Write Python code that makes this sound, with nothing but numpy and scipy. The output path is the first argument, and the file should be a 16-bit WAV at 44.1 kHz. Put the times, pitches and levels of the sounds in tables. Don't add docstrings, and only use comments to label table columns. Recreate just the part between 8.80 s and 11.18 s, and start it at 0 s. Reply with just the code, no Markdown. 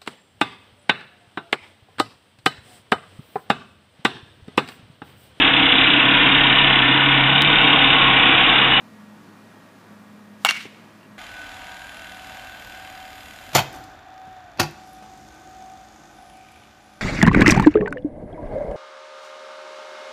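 import sys
import numpy as np
from scipy import signal
from scipy.io import wavfile
from scipy.ndimage import uniform_filter1d

SR = 44100
rng = np.random.default_rng(int(sys.argv[2]) if len(sys.argv) > 2 else 0)


def store_wav(level_fs):
    pcm = np.round(np.clip(np.atleast_2d(level_fs), -1, 1) * 32767)
    wavfile.write(sys.argv[1], SR, pcm.T.astype(np.int16))


def attenuation_scalar(level_db):
    decades = np.asarray(level_db, float) / 20
    return 10 ** decades


N = 104958
TIME = np.arange(N) / SR
CRACK_S = 1.6487


def evened(x):
    return x / np.sqrt(np.mean(x ** 2) + 1e-20)


def read(points, hz):
    f, value = np.transpose(points)
    return np.interp(np.log(hz + 1), np.log(f + 1), value)


def add(mix, s, sound):
    part = mix[round(s * SR):][:len(sound)]
    part += sound[:len(part)]


def slow(rate_hz, count):
    f = np.geomspace(rate_hz / 20, rate_hz, 16)
    t = np.linspace(0, N / SR, count)[:, None]
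    waves = np.sin(2 * np.pi * (f * t + rng.random(16)))
    return evened((waves / np.sqrt(f)).sum(1))


def modes(table, t):
    return sum(attenuation_scalar(db - 60 * t / t60) * np.sin(2 * np.pi * hz * t) for hz, db, t60 in table)


def noise(field_db, size):
    hop = size / 4
    frames = N * 4 // size + 5
    hz = np.fft.rfftfreq(size, 1 / SR)[:, None]
    t = np.arange(frames)[None] * hop / SR
    real, imag = rng.standard_normal((frames, len(hz), 2)).T
    z = (real + 1j * imag) * attenuation_scalar(field_db(hz, t))
    z *= hz < 15500
    return signal.istft(z, nperseg=size, noverlap=size * 3 // 4)[1][:N]


def patches(shape, bins, frames):
    z = rng.standard_normal(shape[::-1]).T
    z = uniform_filter1d(z, bins, 0)
    return evened(uniform_filter1d(z, frames, 1))


def town():
    # f/Hz, level/dB per Hz
    wash = [(35, -80), (60, -36), (91, -21), (129, -23), (206, -3), (237, -10), (404, -17), (1180, -19),
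            (15600, -48.5)]
    # f/Hz, width/Hz, level/dB
    rumble = [(170, 42, -62.5), (286, 41, -69.5)]

    def wash_db(hz, t):
        blotches = 0.9 * patches((len(hz), t.size), bins=8, frames=10)
        return read(wash, hz) + blotches + 0.4 * slow(3.0, count=t.size)

    out = attenuation_scalar(-49.5) * evened(noise(wash_db, size=1024))
    for f, width, db in rumble:
        def band_db(hz, t):
            return -6 * ((hz - f) / width) ** 2 + 2.5 * slow(20.0, count=t.size)
        out += attenuation_scalar(db) * evened(noise(band_db, size=1024))
    return out


def microphone_hiss():
    return attenuation_scalar(-70) * evened(noise(lambda hz, t: 0 * hz, size=1024))


def machine():
    hum_hz, drift, waver_db = 104.44, 0.005, 1.8
    # multiple of hum_hz, level/dB rms
    orders = [(1, -61), (2, -50), (3, -70.5), (6, -68), (9, -71.5), (11, -69), (14, -71.5), (16, -68),
              (18, -67), (23, -73)]
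    # t/s, level/dB
    swell = [(0.0, -67), (0.03, -49.5), (0.64, -51), (0.71, -78), (0.81, -56), (0.86, -63), (0.89, -58),
             (1.01, -85), (1.09, -52), (1.37, -46), (1.97, -54.5), (1.99, -62.5), (2.35, -49), (2.38, -54)]
    turn = 2 * np.pi * np.cumsum(hum_hz * (1 + drift * slow(8.0, count=N))) / SR
    swell_db = np.interp(TIME, *np.transpose(swell))
    out = np.zeros(N)
    for k, db in orders:
        level_db = swell_db if k == 2 else db
        level_db = level_db + waver_db * slow(25.04, count=N) * (k > 1)
        out += np.sqrt(2) * attenuation_scalar(level_db) * np.sin(round(k) * turn + 2 * np.pi * rng.random())
    return out


def distant_return():
    level_db, t60_s, centre_hz = -44, 1.24, 2440
    age = TIME - CRACK_S
    tail = noise(lambda hz, t: -14 * abs(np.log2((hz + 1) / centre_hz)), size=256)
    return attenuation_scalar(level_db - 60 * age / t60_s) * (age > 0) * evened(tail)


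def lead_in_hiss():
    level_db, rise_s, centre_hz = -52, 0.033, 3000
    hiss = noise(lambda hz, t: -5 * abs(np.log2((hz + 1) / centre_hz)), size=256)
    swell = np.exp(np.minimum(TIME - CRACK_S, 0) / rise_s)
    return attenuation_scalar(level_db) * swell * (TIME < CRACK_S) * evened(hiss)


def thuds():
    # t/s, level/dB, f/Hz, t60/s
    knocks = [
        (1.8515, -33, 820, .02),
        (1.853, -26, 390, .028),
        (1.859, -31, 290, .028),
        (1.855, -36, 160, .04),
        (1.69, -28, 370, .03),
        (1.648, -28, 175, .03),
    ]
    out, t = np.zeros(N), np.arange(3000) / SR
    rise = 1 - np.exp(-t / 0.0015)
    for s, db, hz, t60 in knocks:
        add(out, s, rise * modes([(hz, db, t60)], t))
    return out


def scatter():
    level_db, lump_db, flicker_db = -24, 1.0, 1.8
    end_s, end_db = 1.868, -5
    # f/Hz, level/dB per Hz
    spectrum = [(150, -44), (250, -32), (809, -1), (2200, -2.5), (2490, -4.5), (2800, -2), (3390, -7.5),
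                (5690, -14), (15500, -30.5)]
    # f/Hz, t60/s
    decay = [(500, 0.27), (1000, 0.33), (2500, 0.83), (6000, 0.66), (14000, 0.61)]
    # t/s, level/dB over the plain decay
    returns = [(1.671, 1.5), (1.676, -8), (1.687, -3), (1.692, 4.5), (1.735, -4), (1.778, -1),
               (1.795, -5.5), (1.808, -0.5), (1.85, -4)]
    # f/Hz, width/Hz, level/dB
    barrel_tint = [(2190, 125, 7.5), (2940, 87, 1), (1470, 190, 2.5), (4400, 270, -0.5)]

    def field_db(hz, t):
        age = np.maximum(t - CRACK_S, 0)
        lumps = lump_db * patches((len(hz), t.size), bins=6, frames=3)
        lumps += flicker_db * np.clip(hz / 6000, 0, 1) * patches((1, t.size), bins=1, frames=2)
        step = end_db * np.clip((t - end_s) * 100, 0, 1)
        tint = sum(db * np.exp(-((hz - f) / width) ** 2) for f, width, db in barrel_tint)
        return read(spectrum, hz) + tint - 60 * age / read(decay, hz) + step + lumps

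    x = noise(field_db, size=512)
    start = round(CRACK_S * SR)
    level = attenuation_scalar(level_db + np.interp(TIME, *np.transpose(returns))) * (TIME > CRACK_S)
    return level * x / np.std(x[start:start + 2000])


def near_scatter():
    level_db, t60_s, end_s = -16, 0.074, 1.673
    # f/Hz, level/dB per Hz
    spectrum = [(300, -42), (500, -26), (800, -1.5), (1500, -1.5), (2300, -6.5), (2900, -3), (4000, -15.5),
                (15500, -23.5)]
    age = np.maximum(TIME - CRACK_S, 0)
    level = attenuation_scalar(level_db - 60 * age / t60_s) * np.clip((end_s - TIME) * 300, 0, 1)
    return level * (TIME > CRACK_S) * evened(noise(lambda hz, t: read(spectrum, hz), size=256))


def barrel_ping(t):
    # f/Hz, level/dB, t60/s
    wall = [(2764, 3.5, 0.025), (3076, -9, 0.041), (4370, -6, .018), (5640, -15.5, 0.045),
            (3780, -7.5, 0.016), (1620, -6, 0.014)]
    return modes(wall, t) * (1 - np.exp(-t / 0.00097))


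def direct_crack():
    # f/Hz, level/dB, t60/s
    contact = [(805, -12, .045), (1300, 1, .009), (1100, -12, .015), (3000, -5, .006), (3750, -9, .008),
               (7700, -6, .003), (10500, -20, .005), (14000, -15, .003)]
    out, t = np.zeros(N), np.arange(4000) / SR
    body = modes(contact[:3], t) * (1 - np.exp(-t / 0.00025))
    add(out, CRACK_S, body + attenuation_scalar(-16) * barrel_ping(t))
    add(out, CRACK_S + 0.0003, -modes(contact[3:], t))
    return out


def wall_slaps():
    # f/Hz, level/dB, t60/s
    snap_back = [(1530, -15.5, 0.018), (2050, -2.5, 0.0079), (3410, -8, 0.0054), (4080, -7.5, 0.0069),
                 (5860, -11.5, 0.0041), (9040, -18.5, 0.0071), (13000, -42, .003)]
    # t/s, snap level/dB, ping level/dB, dulling f/Hz
    slaps = [(1.6885, -7, -5, 11000), (1.7095, -4, -24, 13000), (1.6685, -16, -30, 2500),
             (1.7045, -17, -24, 3000), (1.7112, -14, -30, 6000), (1.7235, -20, -28, 5000),
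             (1.7625, -32, -24, 4000), (1.772, -25, -38, 4000), (1.805, -30, -36, 6000),
             (1.856, -33, -40, 8000), (1.947, -40, -44, 3000), (2.21, -46, -48, 4000),
             (2.2299, -42, -48, 4000), (2.25, -46, -48, 3000)]
    out, t = np.zeros(N), np.arange(4000) / SR
    snap, ping = modes(snap_back, t), barrel_ping(t)
    for s, snap_db, ping_db, dull_hz in slaps:
        b, a = signal.butter(2, [1000, min(dull_hz, 14000)], "bandpass", fs=SR)
        add(out, s, signal.lfilter(b, a, attenuation_scalar(snap_db) * snap + attenuation_scalar(ping_db) * ping))
    return out


def barrel_ring():
    stop_s, stop_db, wobble_db = 1.782, -12, 1.8
    # f/Hz, level/dB, t60/s, rise/s
    ring = [(2245, -18.5, .38, .016), (2790, -26, .45, .01), (5600, -29, .2, .03)]
    out, t = np.zeros(N), np.maximum(TIME - CRACK_S, 0)
    damped_db = stop_db * np.clip((t + CRACK_S - stop_s) * 100, 0, 1)
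    for hz, db, t60, rise in ring:
        level = attenuation_scalar(db - 60 * t / t60 + damped_db + wobble_db * slow(70.0, count=N))
        out += level * (1 - np.exp(-t / rise)) * np.sin(2 * np.pi * hz * t)
    return out


def bat():
    low_cut = signal.butter(2, 480, "highpass", fs=SR, output="sos")
    return signal.sosfilt(low_cut, direct_crack() + wall_slaps() + barrel_ring())


def scene():
    background = town() + microphone_hiss() + machine()
    surroundings = distant_return() + scatter() + near_scatter()
    return (background + surroundings + lead_in_hiss() + thuds() + bat())[None]


def top_cut(x):
    return signal.sosfilt(signal.butter(12, 16570, fs=SR, output="sos"), x)


def record(dry):
    low_cut = signal.butter(2, 70.0, "highpass", fs=SR, output="sos")
    overloaded = np.clip(signal.sosfilt(low_cut, dry), -1, 1)
    mix = signal.oaconvolve(overloaded, signal.firwin(255, 16300, fs=SR)[None], "same")
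    return top_cut(mix)


dry = scene()
out = record(dry)
store_wav(out)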